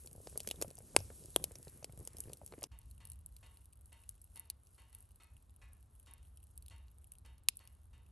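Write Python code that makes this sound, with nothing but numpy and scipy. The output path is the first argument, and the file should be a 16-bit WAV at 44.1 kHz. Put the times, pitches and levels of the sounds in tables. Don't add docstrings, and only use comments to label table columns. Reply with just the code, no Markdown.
import sys
import numpy as np
from scipy import signal
from scipy.fft import rfft, irfft, next_fast_len
from scipy.io import wavfile
from scipy.ndimage import map_coordinates

SR = 44100
rng = np.random.default_rng(int(sys.argv[2]) if len(sys.argv) > 2 else 0)


def gain_from_db(level_db):
    decades = np.asarray(level_db, float) / 20
    return 10 ** decades


def inscribe(sig):
    pcm = np.round(np.clip(np.atleast_2d(sig).T, -1, 1) * 32767)
    wavfile.write(sys.argv[1], SR, pcm.astype(np.int16))


N = 357651
SCENE_CHANGE_S = 2.672

BOX_TONES = [2800, 4350, 5500]
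# [freq_hz, gain_db]
PORT_RESONANCE = [(5000, -0.5), (8600, 6), (9700, 10), (10800, 17), (12100, -0.5), (13000, -16),
                  (15300, -12), (17000, -16.5)]


def unit(x):
    return x / np.sqrt(np.mean(x ** 2) + 1e-20)


def along(points, hz):
    f, v = np.transpose(points)
    return np.interp(np.log(hz + 1), np.log(f + 1), v)


def wobble(rate):
    knots = rng.standard_normal(int(N * rate / SR) + 4)
    return map_coordinates(knots, [np.arange(N) * rate / SR])


def filtered(x, response):
    length = x.shape[-1]
    m = 2 * next_fast_len(length // 2 + min(length // 2, 4096))
    return irfft(rfft(x, m) * response(np.fft.rfftfreq(m, 1 / SR)), m)[..., :length]


def causal(db):
    cepstrum = irfft(np.log(gain_from_db(db)))
    half = len(cepstrum) // 2
    return np.exp(rfft(np.r_[cepstrum[0], 2 * cepstrum[1:half], np.zeros(half)]))


def rush(spectrum, channels=1):
    noise = rng.standard_normal((channels, N))
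    return unit(filtered(noise, lambda hz: gain_from_db(along(spectrum, hz))))


def band(rows, low_hz, high_hz):
    edges = [low_hz, min(high_hz, .45 * SR)]
    y = signal.sosfilt(signal.butter(2, edges, "band", fs=SR, output="sos"), rows)
    return y / np.abs(y).max(axis=1, keepdims=True)


def placed(seconds, rows):
    starts = np.round(np.asarray(seconds) * SR).astype(int)[:, None]
    at = starts + np.arange(rows.shape[1])
    return np.bincount(at.ravel(), rows.ravel(), N + 2 * SR)[:N]


def resonance(f, centre_hz, width_hz):
    return 1j * f * width_hz / (centre_hz ** 2 - f * f + 1j * f * width_hz)


def cracks(seconds, crack_db, snap_db, snap_hz, thump_db, length_ms, rattle_db, rattle_t60, echo_db,
           box_share, crack_hz=6500, size=2048):
    t = np.arange(size) / SR
    life = np.clip(length_ms, .2, 20)[:, None] / 1000
    noise = rng.standard_normal((len(seconds), size))
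    volley = np.abs(noise) * np.exp(-(t / life) ** 2)
    rattle = gain_from_db(rattle_db - 60 * t / rattle_t60) + gain_from_db(echo_db - 60 * t / .08)
    burst = (1 - np.exp(-t / 0.00016)) * noise * (volley + rattle)

    centre = snap_hz[:, None]
    width = centre * np.interp(crack_db, [-50, -20], [.14, .5])[:, None]

    def ringing(f):
        box = resonance(f, BOX_TONES[0], 330) - 0.86 * resonance(f, BOX_TONES[1], 360)
        return 1.8 * width / centre + resonance(f, centre, width) + box_share * box

    ring = filtered(burst, ringing)
    push = t / .0012 * np.exp(1 - t / 0.00062) * np.sin(2 * np.pi * 470 * t) + 0.55 * burst
    crack = band(band(burst, crack_hz, 20000), crack_hz, 14000)
    snap = gain_from_db(snap_db)[:, None] * band(band(ring, 2200, 5600), 2100, 12000)
    thump = gain_from_db(thump_db)[:, None] * band(push, 300, 1000)
    return placed(seconds, gain_from_db(crack_db)[:, None] * (crack + snap + thump))


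def blaze_pops():
    # [start_s, crack_db, snap_db, snap_hz, thump_db]
    strong = [(0.0606, -39, -19, 5600, -20.5), (0.2716, -45.5, 1, 4700, 3.5),
              (0.3752, -26, -17.5, 4530, -19), (0.403, -31.5, -9, 4830, -19),
              (0.4738, -28, -7.5, 6000, -13.5), (0.4883, -32.5, -10.5, 4870, -27),
              (0.5112, -27, -3.5, 3180, -13), (0.614, -27.5, -12.5, 4440, -13),
              (0.6228, -23.5, -8.5, 6250, -11), (0.7869, -38.5, -18.5, 6000, -23),
              (0.9634, -12, -12, 3600, -6), (0.989, -44.5, -0.5, 5470, -15), (1.361, -21, -13, 3250, -1.5),
              (1.4404, -22.5, -10.5, 5350, -18.5), (1.5548, -44.5, -0.5, 6100, -11.5),
              (1.8437, -32.5, -4.5, 4500, -12), (2.074, -30, -12, 6020, -18),
              (2.204, -27.5, -23, 5450, -50), (2.3325, -34, -11.5, 3930, -40.5),
              (2.4621, -36, -21, 5250, -38), (2.5229, -51, -1, 4160, 7), (2.6298, -31, -15.5, 5000, -23),
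              (2.6387, -32, -1, 6000, -10)]
    # [start_s, crack_db, snap_db]
    small = [(0.0727, -46, -2.5), (0.112, -50, -13), (0.13, -42.5, -21), (0.297, -42, -21),
             (0.3793, -50, -38), (0.3965, -45, -7), (0.6803, -43, -11), (0.7037, -42, -12),
             (0.711, -46, -14), (0.77, -65.5, 11), (1.238, -47.5, -9), (1.258, -39, -20),
             (1.3037, -44.5, -19), (1.343, -56.5, -2), (1.5183, -41.5, -12.5), (1.628, -42.5, -15),
             (1.6805, -45, -6), (1.8287, -52, -2), (1.9234, -45, -20), (2.001, -47.5, -18),
             (2.0507, -40, -19), (2.1683, -40, -9.5), (2.1843, -39, -14.5), (2.2378, -43, -17),
             (2.3187, -49, -9), (2.371, -47, -12), (2.476, -49.5, -6), (2.6107, -45, -16), (0.501, -42, -5),
             (0.78, -50, -5), (1.4232, -48, -16), (2.5885, -52, -7)]
    # [start_s, crack_db, snap_db]
    sparks = [(0.0362, -49, -16), (0.161, -50.5, -16), (0.2144, -55, -27), (0.259, -54, -11),
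              (0.3306, -54.5, -14), (0.4319, -49, -7), (0.559, -49.5, -5), (0.7537, -47, -21),
              (0.822, -53, -24.5), (1.0032, -48.5, 4), (1.1952, -56, -22), (1.4804, -59, -6),
              (1.585, -49, -18), (1.6492, -53.5, -4), (1.697, -49, -22), (1.7746, -50, -20),
              (1.975, -49, -13), (1.9904, -47.5, -22), (2.0276, -51, -21), (2.1321, -49.5, -10),
              (2.2677, -55, -10), (2.2952, -51.5, -3.5), (2.447, -52, -25)]
    s, crack_db, snap_db = np.c_[np.transpose(small), np.transpose(sparks) + [[0], [2.5], [-6]]]
    snap_hz = 5060 * gain_from_db(rng.normal(0, 2.5, len(s)))
    spits = [s, crack_db, snap_db, snap_hz, snap_db - 13]
    s, crack_db, snap_db, snap_hz, thump_db = np.c_[np.transpose(strong), spits]
    length_ms = np.interp(crack_db, [-50, -10], [1.1, 1.5])
    return cracks(s, crack_db - 5.0, snap_db + 7.5, snap_hz, thump_db + 8, length_ms,
                  rattle_db=-6.5, rattle_t60=0.032, echo_db=-40, box_share=0.23)


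def splits():
    # [start_s, peak_db]
    big = [
        (0.9637, -7.5),
        (1.361, -16.5),
        (7.4857, -16.5),
    ]
    # [mode_hz, width_hz, level_db]
    log_modes = [
        [(1560, 200, -6.5), (2090, 150, -9), (2710, 440, 0), (4810, 420, -2), (6300, 260, -8), (8030, 220, -5), (8300, 350, -2), (9570, 320, -3.5), (10800, 270, -6)] + [(1050, 220, -4)],
        [(3290, 330, 0.5), (6010, 430, -15.5), (7220, 290, -10), (8400, 470, -4), (9086, 170, -6), (11100, 250, 1)],
        [(1570, 160, -22), (2440, 390, -6.5), (3960, 610, -2.5), (5320, 270, -4.5), (6360, 220, -5), (7200, 440, -5.5), (8500, 430, -9), (9300, 330, -8), (11180, 320, -2), (12300, 630, -8.5)] + [(1160, 180, -20), (865, 180, -23)],
    ]
    t, rows = np.arange(1024) / SR, []
    for modes in log_modes:
        hz, width, db = np.transpose(modes)[..., None]
        since = np.clip(t - .0005 * rng.random(hz.shape) - 1.2 / hz, 0, 1)
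        shape = np.exp(-4.2 * width * since) * (1 - np.exp(-since / 0.00022))
        level = gain_from_db(db - along(PORT_RESONANCE, hz)) * width
        ring = (level * shape * np.sin(2 * np.pi * hz * since)).sum(axis=0)
        rows.append(ring / np.abs(ring).max())
    s, db = np.transpose(big)
    return placed(s, gain_from_db(db)[:, None] * rows)


def licks():
    # [start_s, peak_db, push_db, edge_db]
    puffs = [(0.047, -55, -7, -16), (0.115, -59, 1, -21), (0.152, -51.5, -5, -26), (0.179, -51, -2, -33),
             (0.202, -50.5, -8, -36), (0.326, -53, -4, -15), (0.357, -43, -11, -15.5), (0.447, -57, 1, -2),
             (0.542, -50, -4, -17), (0.646, -40.5, -11, -21), (0.709, -48.5, -12, -21),
             (0.782, -51, -6, -28), (0.804, -51.5, -5, -16), (0.983, -46.5, -1, -24),
             (1.004, -47.5, -2, -22.5), (1.102, -45, -16, -13), (1.223, -54, -5, -28),
             (1.247, -49.5, -8, -28), (1.283, -53, -4, -24), (1.398, -51, -4, -13), (1.51, -46.5, -16, -15),
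             (1.558, -54, -5, -16), (1.597, -55, -3, -24), (1.671, -45.5, -8, -17), (1.826, -47, -8, -14),
             (1.895, -54, 2, -11.5), (1.933, -54, 1, -23), (1.975, -53, 0, -15), (1.996, -50, -3, -24),
             (2.009, -44.5, -8, -24), (2.104, -67, 5, -5), (2.147, -50, -8, -20), (2.186, -58, -9, -16),
             (2.255, -52, -2, -19), (2.273, -49, -4, -26), (2.282, -46.5, -6, -18),
             (2.298, -44.5, -10, -17), (2.326, -50, -12, -21), (2.415, -45.5, -13, -23),
             (2.433, -54, -4, -24), (2.524, -45, -14, -11), (2.537, -44.5, -12, -12.5),
             (2.58, -43.5, -15, -21), (2.622, -43, -18, -8.5), (0.948, -43, -10, -18)]
    # [freq_hz, level_db_per_hz]
    flap_colour = [(150, -29.5), (300, -5.5), (480, -1), (800, -11), (1400, -24), (3000, -37), (8000, -54)]
    s, db, push_db, edge_db = np.transpose(puffs)
    t = np.arange(2048) / SR
    noise = rng.standard_normal((2, len(s), len(t)))
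    flap = filtered(noise[0], lambda hz: gain_from_db(along(flap_colour, hz))) * t * np.exp(-t / 0.0055)
    flap = flap / np.abs(flap).max(axis=1, keepdims=True)
    flap_hz, push_hz = gain_from_db(rng.normal(0, 1.5, (2, len(s), 1))) * [[[420]], [[105]]]
    sinking = t + 0.0011 * (1 - np.exp(-t / .0015))
    fall = np.sin(2 * np.pi * flap_hz * sinking) * t / .0015 * np.exp(1 - t / .0015)
    push = np.sin(2 * np.pi * push_hz * t) * t / 0.0028 * np.exp(1 - t / 0.004)
    edge = band(noise[1] * np.exp(-t / .0025), 800, 2100)
    rows = .25 * flap + .95 * fall + gain_from_db(push_db + 3.0)[:, None] * push
    rows = rows + gain_from_db(edge_db + 6.5)[:, None] * edge
    return placed(s, gain_from_db(db - 0.5)[:, None] * rows)


def ember_ticks():
    # [start_s, crack_db, snap_db, snap_hz]
    clear = [(2.7883, -42.5, -29.5, 2690), (2.9114, -47.5, -18.5, 4140), (3.0523, -40.5, -18, 4420),
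             (3.1001, -40, -25, 5570), (3.1179, -41.5, -20, 4130), (3.261, -37.5, -34, 3800),
             (3.365, -43, -16.5, 4440), (4.091, -36, -19, 5790), (4.2159, -44, -30, 5430),
             (4.3584, -45, -16, 5230), (4.374, -43, -17, 4400), (4.396, -35.5, -37, 5300),
             (4.5, -29, -10.5, 4310), (4.67, -50, -17, 5770), (4.9483, -41.5, -21, 3710),
             (5.005, -48.5, -34, 4470), (5.7323, -48.5, -33, 4264), (6.1364, -43, -27, 3100),
             (6.3723, -50.5, -18.5, 2960), (6.5766, -41, -20, 4290), (6.6237, -45.5, -18, 4290),
             (6.6616, -43, -16, 4200), (6.6818, -42.5, -17, 4030), (7.119, -41.5, -21.5, 2850),
             (7.1842, -46.5, -22, 4270), (7.4855, -16.5, -10.5, 4100), (7.5695, -37, -33, 4380),
             (7.5915, -47.5, -11.5, 4360), (7.6743, -47, -11, 5470), (4.9287, -53, -15, 4300),
             (7.5559, -52.5, -20, 4300)]
    # [start_s, crack_db, snap_db]
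    faint_early = [(2.815, -61.5, -11), (2.8306, -67, -10), (2.979, -60.5, -11.5), (3.072, -48, -21),
                   (3.1327, -52, -23), (3.1575, -54, -27), (3.1895, -59, -23.5), (3.2894, -59, -25),
                   (3.3233, -63, -17.5), (3.3684, -56, -20), (3.3847, -63, -18), (3.4633, -57, -10),
                   (3.571, -55.5, -10), (3.6162, -64.5, -10), (3.6561, -51.5, -23), (3.7268, -54, -21),
                   (3.7318, -55, -16), (3.7554, -61.5, -27), (3.7723, -60, -25), (3.7908, -61, -30),
                   (3.8102, -55, -32), (3.8576, -56, -18), (3.928, -52, -16), (4.0363, -57.5, -11),
                   (4.1104, -58, -21), (4.1789, -61, -15), (4.2418, -51, -31.5), (4.3675, -48.5, -16),
                   (4.4563, -59, -19), (4.7506, -62, -13.5), (4.8194, -58, -16), (4.9861, -56, -25),
                   (5.025, -49, -38), (5.0898, -64, -20), (5.1073, -60.5, -16), (5.1172, -55, -27.5),
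                   (5.1582, -54.5, -21), (5.223, -56, -20), (5.234, -53, -22), (5.243, -57, -19),
                   (5.3666, -55, -13), (5.4246, -60, -25), (5.4951, -65, -9.5), (5.5054, -62, -26),
                   (5.5623, -55.5, -28), (5.8272, -62, -13), (5.9519, -58.5, -23), (5.9981, -52, -23.5)]
    faint_late = [(6.0282, -58, -23), (6.0613, -60.5, -10), (6.111, -51, -26), (6.1804, -60, -17),
                  (6.2287, -61, -14), (6.2504, -62, -12), (6.2716, -59.5, -16.5), (6.4023, -63, -15),
                  (6.429, -53.5, -21), (6.439, -52, -30), (6.4692, -55.5, -25), (6.6987, -55, -11),
                  (6.762, -60, -13), (6.781, -60, -19), (6.882, -60.5, -8.5), (6.9143, -60, -25),
                  (6.984, -53, -30), (7.0197, -62, -17), (7.0429, -53.5, -18), (7.0718, -60, -26),
                  (7.136, -56, -22), (7.1528, -57.5, -15), (7.2609, -56, -14), (7.3806, -61.5, -12.5),
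                  (7.435, -61, -23), (7.6525, -58, -19), (7.7498, -61, -24.5), (7.9798, -59, -21),
                  (8.0631, -64.5, -13)]
    s, crack_db, snap_db = np.c_[np.transpose(faint_early), np.transpose(faint_late)]
    faint = [s, crack_db + 2.5, snap_db + 0.5, rng.choice(BOX_TONES[:2], len(s))]
    s, crack_db, snap_db, snap_hz = np.c_[np.transpose(clear), faint]
    length_ms = np.interp(crack_db, [-55, -15], [.7, 1.9])
    return cracks(s, crack_db - 4.5, snap_db + 10.5, snap_hz, snap_db - 34, length_ms,
                  rattle_db=-4.5, rattle_t60=0.026, echo_db=-63.5, box_share=0.37, crack_hz=8210)


def metal_clanks():
    # [start_s, peak_db]
    clank_events = [(2.715, -62.5), (3.002, -62), (3.427, -60), (3.919, -61.5), (4.355, -59.5), (4.779, -61.5),
                    (4.925, -68.5), (5.199, -62), (5.615, -61), (6.068, -59.5), (6.707, -59), (7.248, -61),
                    (7.599, -63), (7.93, -66)]
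    # [mode_hz, level_db, t60_s]
    main_modes = [(918, -2, 0.62), (1095, -7, 0.74), (1740, -11.5, 0.83), (1990, -3, 0.43),
                  (2190, -10.5, 0.39), (2255, -13, 0.83), (2570, -12.5, 0.44), (2760, -4.5, 0.41),
                  (2855, -2.5, 0.58), (2910, -18.5, 1.4), (3085, -7.5, 0.5), (3260, -12, 0.71),
                  (3690, -9.5, 0.47), (4335, -4, 0.35)]
    second_modes = [(1090, -6, 0.8), (1650, -8, 0.48), (1730, -2, 0.63), (1976, -0.5, 0.29), (2164, -6, 0.47),
                    (2428, -0.5, 0.35), (2536, -4, 0.38), (2740, -16, 0.75), (2826, -2.5, 0.39),
                    (3300, -13, 0.42), (3779, -8, 0.37), (4280, -5, 0.21)]
    third_modes = [(937, -5, 0.59), (1297, 4, 0.28), (1965, -9, 1.0), (2180, -4, 0.34), (2541, -4, 0.85),
                   (2729, -9, 0.4), (2826, -7, 0.35), (3085, -8, 0.25), (3295, -15, 0.46), (3666, -5, 0.29),
                   (3876, -12, 0.27), (4300, -4, 0.34)]
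    # [freq_hz, level_db_per_hz]
    knock_colour = [(500, 3), (900, 4.5), (2500, 1), (4500, -11.5), (5500, -9), (9000, -26)]
    other_modes = {8: second_modes, 7: third_modes}
    spread = [[.001], [.012], [.025], [.035], [.05], [.07]]
    t, rows = np.arange(SR // 3) / SR, []
    for k, (s, db) in enumerate(clank_events):
        ring = 0
        for hz, level_db, t60 in other_modes.get(k, main_modes):
            mode_hz = hz * (1 + rng.standard_normal((6, 1)) * spread)
            tone = np.sin(2 * np.pi * (mode_hz * t + rng.random((6, 1))))
            fade = gain_from_db(level_db + rng.normal(0, 1.4) - 60 * t / min(t60, .52))
            fade = fade * (1 - np.exp(-t * hz / 9))
            ring = ring + fade * (1.23 * tone[0] + 0.35 * tone[1:].sum(axis=0))
        knock = unit(filtered(rng.standard_normal(len(t)), lambda hz: gain_from_db(along(knock_colour, hz))))
        knock = (1.17 * gain_from_db(-60 * t / 0.52) + 0.78 * gain_from_db(-60 * t / 0.05)) * knock
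        scrape = band(rng.standard_normal((1, len(t))), 3100, 10000)[0]
        ring = ring + knock + 3 * gain_from_db(-60 * t / 0.19) * scrape
        rows.append(gain_from_db(db - 10.5) * (1 - np.exp(-t / 0.00095)) * ring)
    return placed([s for s, db in clank_events], np.array(rows))


def yard(x):
    t = np.arange(SR // 4) / SR
    tail = band(rng.standard_normal((2, len(t))), 900, 6000)
    tail = tail * gain_from_db(-60 * t / .3) * (1 - np.exp(-t / 0.0088))
    return gain_from_db(-39) * signal.fftconvolve(x[None], tail / np.linalg.norm(tail[0]), axes=1)[:, :N]


def fire_and_clanks():
    bursts = blaze_pops() + ember_ticks() + splits()
    clanks = metal_clanks()
    near = bursts + licks()

    def to_right(hz):
        lag = .15 + .5 * np.exp(-((hz - 3200) / 2500) ** 2)
        return gain_from_db(-0.66) * np.exp(-1j * lag)

    direct = np.array([near, filtered(near, to_right)]) + clanks * gain_from_db([[.4], [-.4]])
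    return direct + yard(bursts + gain_from_db(20.5) * clanks)


def crackle(level_db):
    chance = rng.random((1200, 4))
    seconds = chance[:, 0] * (N - 1) / SR
    lift_db = np.where(seconds < SCENE_CHANGE_S, 6, 11)
    size_db = level_db[(seconds * SR).astype(int)] + lift_db - 3 * np.log(chance[:, 1])
    snap_db = -24 + 17 * chance[:, 2] ** 1.2
    box_hz = np.where(chance[:, 3] < .5, 2850, 4300)
    even = np.ones(len(seconds))
    ticks = cracks(seconds, np.minimum(size_db, -65), snap_db, box_hz, -70 * even, .9 * even,
                   rattle_db=-6, rattle_t60=.02, echo_db=-60, box_share=.6, crack_hz=8200, size=512)
    return filtered(ticks, lambda hz: 1 / (1 + (hz / 12800) ** 30))


def gas_hiss(level_db):
    # [freq_hz, level_db_per_hz]
    hiss_colour = [(1000, -26), (2500, -9.5), (5000, -2.5), (8000, -2.5), (10600, -2.5), (12300, -4),
                   (13200, -20.5), (15000, -49.5)]
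    jets = rush(hiss_colour)[0]
    top = filtered(jets, lambda hz: 1 / (1 + (9500 / (hz + 1)) ** 12))
    return gain_from_db(level_db - 3.5) * (jets + (gain_from_db(3.5 * wobble(16)) - 1) * top)


def gas_roar(gust_db):
    # [freq_hz, level_db_per_hz]
    roar_colour = [(500, -20), (1000, -3), (1800, 0), (2800, -4), (4500, -30)]
    return gain_from_db(-87 + 0.35 * gust_db + 4.5 * wobble(6) + 3 * wobble(35)) * rush(roar_colour)


def flame_flutter(air_db):
    # [freq_hz, level_db_per_hz]
    flutter_colour = [(70, -27), (130, 2), (250, -6), (450, -9), (800, -23), (1500, -39), (4000, -67.5)]
    both = rush(flutter_colour) + 0.21 * rush(flutter_colour, channels=2)
    return gain_from_db(air_db + 1.5 + 4.5 * wobble(41)) * both


def draught_rumble(draught_db):
    # [freq_hz, level_db_per_hz]
    rumble_colour = [(18, -45), (27, -21), (40, -7), (64, 1), (103, -8), (135, -18), (300, -36),
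                     (600, -120)]
    both = rush(rumble_colour) + .12 * rush(rumble_colour, channels=2)
    return gain_from_db(draught_db + 3.0 + .7 * wobble(4.2) + 1.2 * wobble(17)) * both


def open_air(air_db):
    # [freq_hz, level_db_per_hz]
    air_colour = [(80, -44.5), (200, 0.5), (500, -7), (1200, -10), (2200, -17.5), (4000, -16.5),
                  (7000, -32), (12000, -42.5)]
    apart = filtered(rush(air_colour, channels=2), lambda hz: 1 / (1 + (hz / 1700) ** 8))
    return gain_from_db(air_db + 0.57 * wobble(12)) * (rush(air_colour) + 1.4 * apart)


def scene():
    # [time_s, level_db]
    draught = [(0.0, -67), (0.2, -62.5), (0.63, -57.5), (0.79, -69.5), (1.0, -55.5), (1.26, -66),
               (1.41, -56.5), (1.6, -67.5), (2.04, -60.5), (2.4, -66), (2.67, -63), (2.69, -57.5),
               (3.18, -58.5), (3.68, -64), (5.15, -65), (6.63, -62.5), (7.62, -64.5), (8.11, -60)]
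    t = np.arange(N) / SR
    burning = t < SCENE_CHANGE_S
    draught_db = np.interp(t, *np.transpose(draught))
    gust_db = draught_db - draught_db[burning].mean()
    air_db = np.where(burning, -69.5 + .7 * gust_db, -82.5)
    glow_db = -83 - 1.3 * (t - SCENE_CHANGE_S)
    hiss_db = np.where(burning, -71.5 + .15 * gust_db, glow_db)
    hiss_db = hiss_db + 2.2 * wobble(4.4) + 3 * wobble(8) + 0.51 * wobble(28)
    flames = burning * (gas_roar(gust_db) + flame_flutter(air_db))
    background = draught_rumble(draught_db) + open_air(air_db - 9.3 * burning)
    return fire_and_clanks() + crackle(hiss_db) + gas_hiss(hiss_db) + flames + background


def low_pass(x):
    return signal.sosfilt(signal.butter(12, 16820, fs=SR, output="sos"), x)


def record(dry):
    # [freq_hz, lead_rad]
    left_lead = [(0, 0), (7000, 0), (8000, .25), (8700, -.1), (10250, -3.14), (13600, -9.4), (16500, -14.5)]

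    def port_response(hz):
        slip = np.exp(1j * np.interp(hz, *np.transpose(left_lead)) * [[1], [0]])
        return causal(along(PORT_RESONANCE, hz)) * slip

    ports = filtered(dry, port_response)
    since = np.arange(N) / SR - SCENE_CHANGE_S
    fade = np.where(since < 0, 1, np.clip(0.099 + since / 0.052, 0, 1))
    return low_pass(ports * fade)


dry = scene()
out = record(dry)
inscribe(out)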